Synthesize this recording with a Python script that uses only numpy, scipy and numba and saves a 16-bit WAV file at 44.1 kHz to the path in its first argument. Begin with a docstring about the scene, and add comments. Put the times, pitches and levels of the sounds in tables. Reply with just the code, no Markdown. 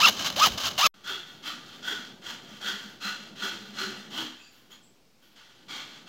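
"""First you hear a hacksaw cutting a short plastic pipe, close by and outdoors. After a brief silence the
sawing goes on further off in an echoing yard, with a pause. The teeth strike the pipe and make pipe and
blade ring; the faster the blade moves, the higher the note. Wind stirs around the close sawing, a low coo
throbs and a small bird chirps in the yard, and a soft rumble lies under both."""
import sys
import numpy as np
from scipy import signal
from scipy.fft import rfft, irfft
from scipy.io import wavfile
from scipy.ndimage import uniform_filter1d
from numba import njit

SR = 44100
rng = np.random.default_rng(int(sys.argv[2]) if len(sys.argv) > 2 else 0)


def log_audio(samples):
    """Write samples as a 16-bit WAV file to the path given in sys.argv[1]."""
    # one column per channel
    frames = np.atleast_2d(samples).T
    # limit to full scale, then quantise
    limited = np.clip(frames, -1, 1)
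    pcm = np.round(limited * 32767).astype(np.int16)
    wavfile.write(sys.argv[1], SR, pcm)


N = 268128

# Blade speed, one list for each close push. Each row: time in seconds, teeth striking per second.
PUSH_SPEEDS = [
    [(0, 767.5), (.015, 1033), (.032, 1289), (.052, 1349), (.066, 1164), (.082, 840), (.1, 597)],
    [(.365, 480), (.39, 741.5), (.408, 1065), (.424, 1253), (.446, 1284), (.46, 1038), (.48, 657)],
    [(.784, 636), (.81, 920), (.83, 1190), (.85, 1345), (.864, 1201), (.878, 1040)],
]
# Each close push at full speed. Each row: tooth note in dB, overtones against the rasp in dB.
PUSH_TONES = [(-24, -4), (-22.5, -9), (-25.5, -4)]
# Close strokes, loud pushes and light pulls. Each row: start, rise and hold in seconds, peak and swell
# in dB, fade in dB per second, high hiss and knock in dB, fade of the ringing in dB per second.
NEAR_STROKES = [(0, 0.058, 0.028, -16.5, 5, 700, -20.5, -48.5, 132),
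                (0.168, 0.042, 0.015, -27.5, 8.5, 350, -22.5, -44.5, 151),
                (0.243, 0.019, .006, -24, 9, 282, -22.5, -44.5, 169),
                (.361, 0.073, 0.033, -15.5, 15, 800, -20, -43.5, 126),
                (0.579, 0.08, 0.0055, -25.5, 6, 302, -21, -46, 194),
                (0.777, 0.093, .02, -18, 7.5, 405, -18.5, -52, 150)]
# Far strokes. Each row: start, rise and hold in seconds, peak and swell in dB, fade in dB per second,
# middle of the pull back in seconds, its level in dB, teeth per second, tooth note and second harmonic
# in dB, blade ring in Hz, blade ring in dB, third harmonic in dB, high hiss in dB.
FAR_STROKES = [(0.925, 0.0025, 0.0089, -60, 1, 60, 1.03, -62, 1230, 14, -14, 3250, 1, -15, -22),
               (1.031, 0.067, 0.009, -34.5, 15, 125, 1.3, -51.5, 1380, 3, -12, 3320, 7.5, -16, -19),
               (1.419, 0.051, .01, -36, 12, 111, 1.72, -49, 1286, -0.5, -26, 3130, -3, -24, -20),
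               (1.816, 0.063, 0.029, -34.5, 13, 103, 2.05, -52, 1457, 3, -18, 3260, 4, -9, -20.5),
               (2.211, 0.071, 0.027, -38.5, 14, 152, 2.53, -48.5, 1416, -8, -15, 3160, 1, 0.5, -21),
               (2.602, 0.078, 0.0036, -32, 13.5, 113, 2.85, -48, 1483, 1, -13, 3240, 2, -13, -19.5),
               (2.998, 0.053, 0.026, -34.5, 10, 99, 3.24, -53.5, 1360, 3.5, -9, 3280, -4, -2, -21),
               (3.347, 0.099, 0.0057, -32, 20, 106, 3.65, -50, 1380, 0.5, -30, 3200, -1.5, -8, -20.5),
               (3.727, 0.071, 0.024, -32.5, 20, 100, 3.97, -47.5, 1398, -0.5, -18, 3300, -21, 0, -21.5),
               (4.095, 0.089, 0.0068, -33.5, 15.5, 116, 4.42, -58, 1010, -6.5, -36, 3130, -3, -3, -19),
               (4.514, 0.015, .06, -61, 2, 58.5, 3.9, -73, 1450, -18, -21, 3200, -12, -5.5, -10.5),
               (4.693, .03, 0.0092, -52.5, 8, 181, 4.9, -78.5, 1390, -22, -12, 3140, 15, -7, -13),
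               (5.213, 0.013, .02, -62, 8, 42, 5.32, -75, 1480, -15, -11, 3180, -5, -12, -10),
               (5.352, .012, .02, -53.5, 8, 46, 5.57, -61.5, 1480, -13, -13, 3230, -12, -10, -24),
               (5.677, 0.038, 0.067, -40, 8, 105, 5.93, -50, 1140, -7.5, -6, 3280, -2, -15, -24),
               (6.058, .03, .01, -50, 7, 100, 6.2, -60, 1310, 5, 1, 3230, -3, -10, -21)]
# Overtones of the close tooth note. Each row: multiple of the tooth rate, level in dB.
NEAR_OVERTONES = [(2, -1.5), (3, -6.5), (4, -6.0), (5, -1.0), (6, -9.0)]
# The far tooth note and its overtones. Each row: multiple of the tooth rate, band width in Hz.
FAR_BANDS = [(1, 270), (2, 330), (3, 480)]
# Where pipe and blade like to ring. Each row: pitch in Hz, width in Hz, relative strength in dB.
NEAR_RESONANCES = [(661, 200, -16), (1043, 130, -3.5), (1190, 200, -4), (1640, 220, -4), (2203, 220, -12),
                   (2864, 250, 3.5), (3120, 460, -4.5), (3423, 73, -6.5), (4044, 770, -3), (5140, 210, -3),
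                   (6440, 1100, -17.5)]
FAR_RESONANCES = [(933, 2750, -3), (2010, 103, -4), (2782, 1050, -6), (4318, 260, 2), (4640, 820, -3),
                  (6920, 2100, -1)]
# Tone colour of the rasp and of its high hiss. Each row: frequency in Hz, relative level in dB.
NEAR_RASP_COLOUR = [(240, -50.5), (400, -28.5), (663, -10.5), (884, -9.5), (1100, -9), (2430, -12),
                    (3030, 3), (3770, -10), (6330, -5), (10500, -37.5), (13600, -63), (22000, -120)]
FAR_RASP_COLOUR = [(260, -5), (450, -21), (885, -11.5), (1510, -2), (2390, -14.5), (3250, 0.5), (7080, -22),
                   (9500, -25), (12400, -37), (20900, -120)]
HISS_COLOUR = [(5000, -37), (8500, -23.5), (9320, -21), (10800, -2), (11700, -3.5), (15100, 0.5),
               (16000, -4.5)]
# The blade snags on its way back. Each row: start in seconds, level in dB, ring time in seconds.
SNAGS = [(0.246, -29, 0.0079), (0.264, -33, 0.0049), (0.27, -27, 0.0057), (0.301, -22, 0.0039),
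         (.325, -33, 0.004), (0.359, -33, 0.0063), (0.521, -49, 0.0034), (0.576, -44, 0.012),
         (0.653, -43, 0.005), (0.667, -28.5, 0.021)]
# Groans of the pipe. Each row: start in seconds, level in dB, pitch in Hz, length in seconds.
GROANS = [(1.09, -45.5, 385, 0.14), (1.46, -48.5, 311, 0.12), (1.53, -46.5, 250.6, 0.073),
          (1.9, -42.5, 300, 0.052), (1.92, -42, 414, 0.047), (1.98, -47, 249, 0.056),
          (2.66, -48.5, 392, 0.15), (3.07, -49.5, 337, 0.066), (3.43, -40, 395, 0.073),
          (3.5, -48, 341.5, 0.14), (3.55, -52, 420.5, 0.18), (3.8, -37.5, 375, 0.15),
          (4.17, -40.5, 306, 0.17), (4.2, -46, 241, 0.17)]
# Throbs of the coo. Each row: start in seconds, level in dB.
COO_THROBS = [(2.51, -45.5), (2.64, -42), (2.72, -43), (2.839, -43), (2.94, -54), (3.04, -37.5),
              (3.1, -43.5), (3.19, -42), (3.31, -44), (3.42, -38), (3.51, -47), (3.6, -40), (3.681, -41),
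              (3.77, -40.5), (3.86, -37.5), (3.97, -40), (4.08, -44)]
# Bird chirps. Each row: start in seconds, level in dB, pitch in Hz, width in Hz, length in seconds.
CHIRPS = [(4.38, -63, 7040, 595, 0.21), (4.41, -59, 4700, 250, 0.15), (4.39, -54.5, 2600, 200, 0.13),
          (4.71, -57.5, 6770, 403, 0.079), (4.82, -63, 7630, 705, 0.11), (5.052, -71, 5070, 201.4, .05)]
# Gusts of wind. Each row: start in seconds, level in dB, length in seconds.
GUSTS = [(.17, -48, .06), (0.302, -42, 0.084), (0.487, -33.5, 0.076), (.63, -42, 0.062),
         (0.736, -48, 0.067)]
# The rumble, one list for each place. Each row: time in seconds, relative level in dB.
RUMBLE_LEVELS = [
    [(0.0, -46), (0.46, -62.5), (0.878, -61)],
    [(0.94, -63), (1.2, -55.5), (2.5, -57), (3.86, -55.5), (4.23, -54.5), (4.4, -69.5), (5.2, -75.5),
     (5.7, -62.5), (5.85, -56), (6.08, -58.5)],
]
# Tone colour of the rumble and of the yard's air. 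Each row: frequency in Hz, relative level in dB.
RUMBLE_COLOUR = [(15, -63.5), (25, -33), (75, -28.5), (98, -8), (210, 1), (271, -2), (377, -4.5),
                 (465, -10), (900, -13), (1170, -38.5), (1980, -120)]
AIR_COLOUR = [(15, -43), (25, -14), (206, -9.5), (249, -8.5), (1890, -21.5), (2410, -18), (3610, -20),
              (4990, -19.5), (5410, -20.5), (16000, -41.5)]

NEAR_END_S, FAR_START_S, CUT_S = .875, .941, .005
FULL_SPEED_HZ, DB_PER_OCTAVE = 1300, 11  # the tooth note and its overtones sink as the blade slows
WALL_HZ, WALL_DB = 1240, -0.5  # the pipe wall answers the note as it slides past
RING_ON_DB, RESTING_DB = -13.5, -41.5  # the pipe rings on after a stroke; the blade never quite rests
BRAKE_S, BRAKE_HISS_DB, BRAKE_KNOCK_DB = 0.018, 3.5, -37  # braking adds hiss and a hollow knock
SNAG_HISS_DB, PULL_HISS_DB, STEADY_HISS_DB = -24.5, -0.5, -80
HISS_PEAKING = 0.36  # the hiss gathers at the top of a far push
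PULL_S = 0.12  # half the length of a far pull back
ECHO_S, ECHO_DB = 0.34, -8.5  # the echo takes ECHO_S to fade by 60 dB
COO_HZ, THROB_S = 205, 0.059
AIR_DB, TOP_HZ = -65, 15900


def saw_near():
    """The striking teeth sing a note over a rasp, and ring the pipe and blade."""
    t = np.arange(N) / SR
    tooth_hz = curves(PUSH_SPEEDS)[0]
    pushing = sum((t > push[0][0]) * (t <= push[-1][0]) for push in PUSH_SPEEDS)
    cutting = uniform_filter1d(pushing * 1., size=200)
    braking = sum(np.exp(-((t - push[-1][0] + BRAKE_S / 2) / BRAKE_S) ** 2) for push in PUSH_SPEEDS)
    strokes = [stroke(*row[:6]) for row in NEAR_STROKES]
    ringing = [stroke(start, rise, hold, peak_db + RING_ON_DB, swell_db, ring_fade)
               for start, rise, hold, peak_db, swell_db, *_, ring_fade in NEAR_STROKES]
    level = power_sum(strokes + ringing + [undb(RESTING_DB)])
    hiss_db, knock_db = per_stroke(NEAR_STROKES)[6:8]
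    phase = 2 * np.pi * np.cumsum(tooth_hz * (1 + .02 * wander(400))) / SR
    note, overtones = tooth_note(phase, tooth_hz, cutting)
    tear = tearing(phase, bite=.5 * cutting, patchy_db=2.04, grit_db=1.0)
    hiss = colour(tear, HISS_COLOUR)
    rasp = pipe_and_blade(tear + overtones, NEAR_RESONANCES) + undb(-3.5) * colour(tear, NEAR_RASP_COLOUR)
    rasp = 0.71 * rasp + undb(hiss_db + BRAKE_HISS_DB * braking) * hiss
    snags = sum(undb(db) * swell(start, ring, rise=0.058) for start, db, ring in SNAGS)
    knock = pipe_knock() * (undb(knock_db) + undb(BRAKE_KNOCK_DB) * braking)
    return note + (level + snags) * rasp + undb(SNAG_HISS_DB) * snags * hiss + knock


def saw_far():
    """Echoes blur the tooth note, its overtones and the blade's ring, so each is a band of noise."""
    t = np.arange(N) / SR
    push = power_sum([stroke(*row[:6], bite_s=0.013) for row in FAR_STROKES])
    pull = power_sum([undb(row[7]) * np.exp(-((t - row[6]) / PULL_S) ** 2) for row in FAR_STROKES])
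    level = power_sum([push, pull, 1e-6])
    settings = per_stroke(FAR_STROKES)
    peak_db = settings[3]
    tooth_hz, note_db, second_db, blade_hz, blade_db, third_db, hiss_db = settings[8:]
    tear = tearing(phase=0, bite=0, patchy_db=1.0, grit_db=1.25)
    note, second, third = (unit(band(band(tear, k * tooth_hz, width), k * tooth_hz, 2 * width))
                           for k, width in FAR_BANDS)
    blade = unit(band(band(tear, blade_hz * (1 + 0.019 * wander(40)), 270), blade_hz, 460))
    teeth = undb(note_db - 5.1) * note + undb(second_db) * second + undb(third_db) * third
    rings = teeth + undb(blade_db - 4.5) * blade
    ring_share = (level / undb(-25.5)) ** 0.51  # light strokes ring less
    rasp = 0.6 * pipe_and_blade(tear, FAR_RESONANCES) + 0.5 * colour(tear, FAR_RASP_COLOUR)
    push_hiss = undb(hiss_db) * push * (push / undb(peak_db)) ** HISS_PEAKING
    hiss_level = power_sum([push_hiss, undb(hiss_db + PULL_HISS_DB) * pull, undb(STEADY_HISS_DB)])
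    sawing = level * (rasp + ring_share * rings) + hiss_level * colour(tear, HISS_COLOUR)
    return sawing * (t > FAR_START_S)


def tooth_note(phase, tooth_hz, cutting):
    """Evenly spaced teeth make a note and overtones, louder as the blade speeds up."""
    speed_db = DB_PER_OCTAVE * np.log2(tooth_hz / FULL_SPEED_HZ)
    pushes = [(push[0][0], *levels) for push, levels in zip(PUSH_SPEEDS, PUSH_TONES)]
    note_db, overtone_db = per_stroke(pushes)[1:]
    note = cutting * undb(note_db + speed_db + 2.5 + 1.9 * wander(150)) * np.sin(phase)
    note = note + undb(WALL_DB) * band(note, WALL_HZ, 120)
    overtones = sum(undb(db + 2.6 * wander(150)) * np.cos(k * phase) for k, db in NEAR_OVERTONES)
    # the pipe wall gives off the overtones best once they climb past its dull range
    overtones = 1.35 * band(overtones, 3600, 4500) * undb(overtone_db + speed_db)
    return note, cutting * overtones


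def tearing(phase, bite, patchy_db, grit_db):
    """Plastic tears unevenly and throws off hard grains; bite makes the noise puff once a tooth."""
    grit = undb(grit_db * uniform_filter1d(rng.exponential(size=N) - 1, size=24) * np.sqrt(24))
    puffs = rng.standard_normal(N) * (1 + bite * np.cos(phase))
    return unit(puffs * undb(patchy_db * wander(200)) * grit)


def pipe_and_blade(rubbing, resonances):
    """The rubbed pipe and blade ring at their own pitches."""
    return unit(sum((-1) ** k * undb(db) * np.sqrt(100 / width) * band(rubbing, hz, width)
                    for k, (hz, width, db) in enumerate(resonances)))


def pipe_knock():
    """The hollow sound of the knocked pipe: two low bands of noise."""
    return unit(band(rng.standard_normal(N), 200, 100) + 0.48 * band(rng.standard_normal(N), 600, 200))


def pipe_groans():
    """The pipe groans under some of the far strokes."""
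    return rough_tones(GROANS, waver=.045, rise=.15)


def with_yard_echo(sound):
    """The yard throws the sound back, adding a short fading tail."""
    delay = np.arange(SR // 2) / SR
    tail = band(rng.standard_normal(N), 1800, 5700)[:len(delay)] * undb(-60 * delay / ECHO_S)
    return sound + undb(ECHO_DB) * signal.fftconvolve(sound, tail / np.sqrt(np.sum(tail ** 2)))[:N]


def coo():
    """A low tone in short throbs that run into each other."""
    return rough_tones([(start, db, COO_HZ, THROB_S) for start, db in COO_THROBS], waver=.03, rise=.35)


def bird():
    """Chirps, smeared by echoes into narrow bands of noise that swell and fade."""
    noise = rng.standard_normal(N)
    return sum(undb(db) * unit(band(band(noise, hz, width), hz, width)) * swell(start, length, rise=.15)
               for start, db, hz, width, length in CHIRPS)


def wind():
    """Gusts hit the microphone with deep, soft puffs."""
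    gusts = sum(undb(db) * swell(start, length, rise=0.45) for start, db, length in GUSTS)
    return gusts * unit(band(band(rng.standard_normal(N), 97, 70), 75, 100))


def rumble():
    """The surroundings make a low noise whose level drifts."""
    level = undb(curves(RUMBLE_LEVELS)[0] + 2.5 + 2.3 * wander(10))
    return level * colour(rng.standard_normal(N), RUMBLE_COLOUR)


def yard_air():
    """A faint, steady hush fills the yard."""
    return undb(AIR_DB) * colour(rng.standard_normal(N), AIR_COLOUR)


def stroke(start, rise, hold, peak_db, swell_db, fade, bite_s=0.0027):
    """Loudness of one stroke: the blade bites, swells to its peak, holds and fades."""
    t = np.arange(N) / SR - start
    db = peak_db - swell_db * np.clip(1 - t / rise, 0, 1) - fade * np.maximum(t - rise - hold, 0)
    return undb(db) * np.clip(t / bite_s, 0, 1)


def per_stroke(rows):
    """Hold each stroke's values until the next one starts, smoothing the steps."""
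    rows = np.array(rows)
    current = np.maximum(np.searchsorted(rows[:, 0], np.arange(N) / SR) - 1, 0)
    return uniform_filter1d(rows[current].T, size=400)


def swell(start, length, rise):
    """Loudness that rises over a share of its length, then fades."""
    progress = np.maximum(np.arange(N) / SR - start, 0) / length
    return np.minimum(progress / rise, 1) * np.exp(-1.5 * progress ** 2)


def rough_tones(rows, waver, rise):
    """Tones that swell and fade, a little unsteady in pitch and loudness."""
    wobbly_time = np.cumsum(1 + waver * wander(150)) / SR
    roughness = undb(1.5 * wander(50))
    return roughness * sum(undb(db) * swell(start, length, rise) * np.sin(2 * np.pi * hz * wobbly_time)
                           for start, db, hz, length in rows)


def wander(rate):
    """A smooth random wobble of size about 1, with rate new values a second."""
    hold = int(SR / rate)
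    steps = np.repeat(rng.standard_normal(N // hold + 1), hold)
    return unit(uniform_filter1d(uniform_filter1d(steps, hold), hold)[:N])


def curves(tables):
    """Join timed tables and draw straight lines between their rows, one value a sample."""
    times, *columns = np.vstack(tables).T
    return [np.interp(np.arange(N) / SR, times, column) for column in columns]


def colour(x, points):
    """Shape a sound's lows and highs along (Hz, dB) points, then scale it to level 1."""
    hz, db = np.transpose(points)
    freqs = np.maximum(np.arange(N // 2 + 1) * SR / N, 1)
    gain = undb(np.interp(np.log(freqs), np.log(hz), db, left=-90, right=-90))
    return unit(irfft(rfft(x) * gain, N))


def band(x, hz, width):
    """Keep the sound near one pitch, which may be steady or moving."""
    return moving_band(x, hz + np.zeros(N), 1. * width)


@njit
def moving_band(x, hz, width):
    """A state-variable band-pass filter: the centre pitch passes at full strength."""
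    y, band_state, low_state = np.empty(len(x)), 0., 0.
    for i in range(len(x)):
        tuning, damping = np.tan(np.pi * hz[i] / SR), width / hz[i]
        passed = (band_state + tuning * (x[i] - low_state)) / (1 + tuning * (tuning + damping))
        band_state = 2 * passed - band_state
        low_state += 2 * tuning * passed
        y[i] = damping * passed
    return y


def power_sum(parts):
    """Level of unrelated sounds heard together."""
    return np.sqrt(sum(part ** 2 for part in parts))


def undb(db):
    """Turn decibels into a number to multiply by."""
    return 10 ** (np.asarray(db) / 20)


def unit(x):
    """Scale to an average (rms) level of 1."""
    return x / np.sqrt(np.mean(x ** 2))


def scene():
    """The close sawing, a short silence, then the yard."""
    t = np.arange(N) / SR
    faint_tail = 0.041 * (t > NEAR_END_S) * undb(-3000 * np.abs(t - NEAR_END_S))
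    near_on = np.clip((NEAR_END_S - t) / CUT_S, 0, 1) + faint_tail
    far_on = np.clip((t - FAR_START_S) / 0.00084, 0, 1)
    low_rumble, gusts, air = rumble(), wind(), yard_air()
    near = saw_near() + low_rumble + gusts
    far = with_yard_echo(saw_far()) + pipe_groans() + coo() + bird() + low_rumble + air
    return (near_on * near + far_on * far)[None]


def record(dry):
    """The phone rounds the loudest peaks, cuts the highest treble and sits slightly off zero."""
    rounded = np.tanh(1.3 * dry) / 1.313
    treble_cut = signal.ellip(14, .2, 80, TOP_HZ, fs=SR, output="sos")
    return signal.sosfilt(treble_cut, rounded) - .0006


dry = scene()
out = record(dry)
log_audio(out)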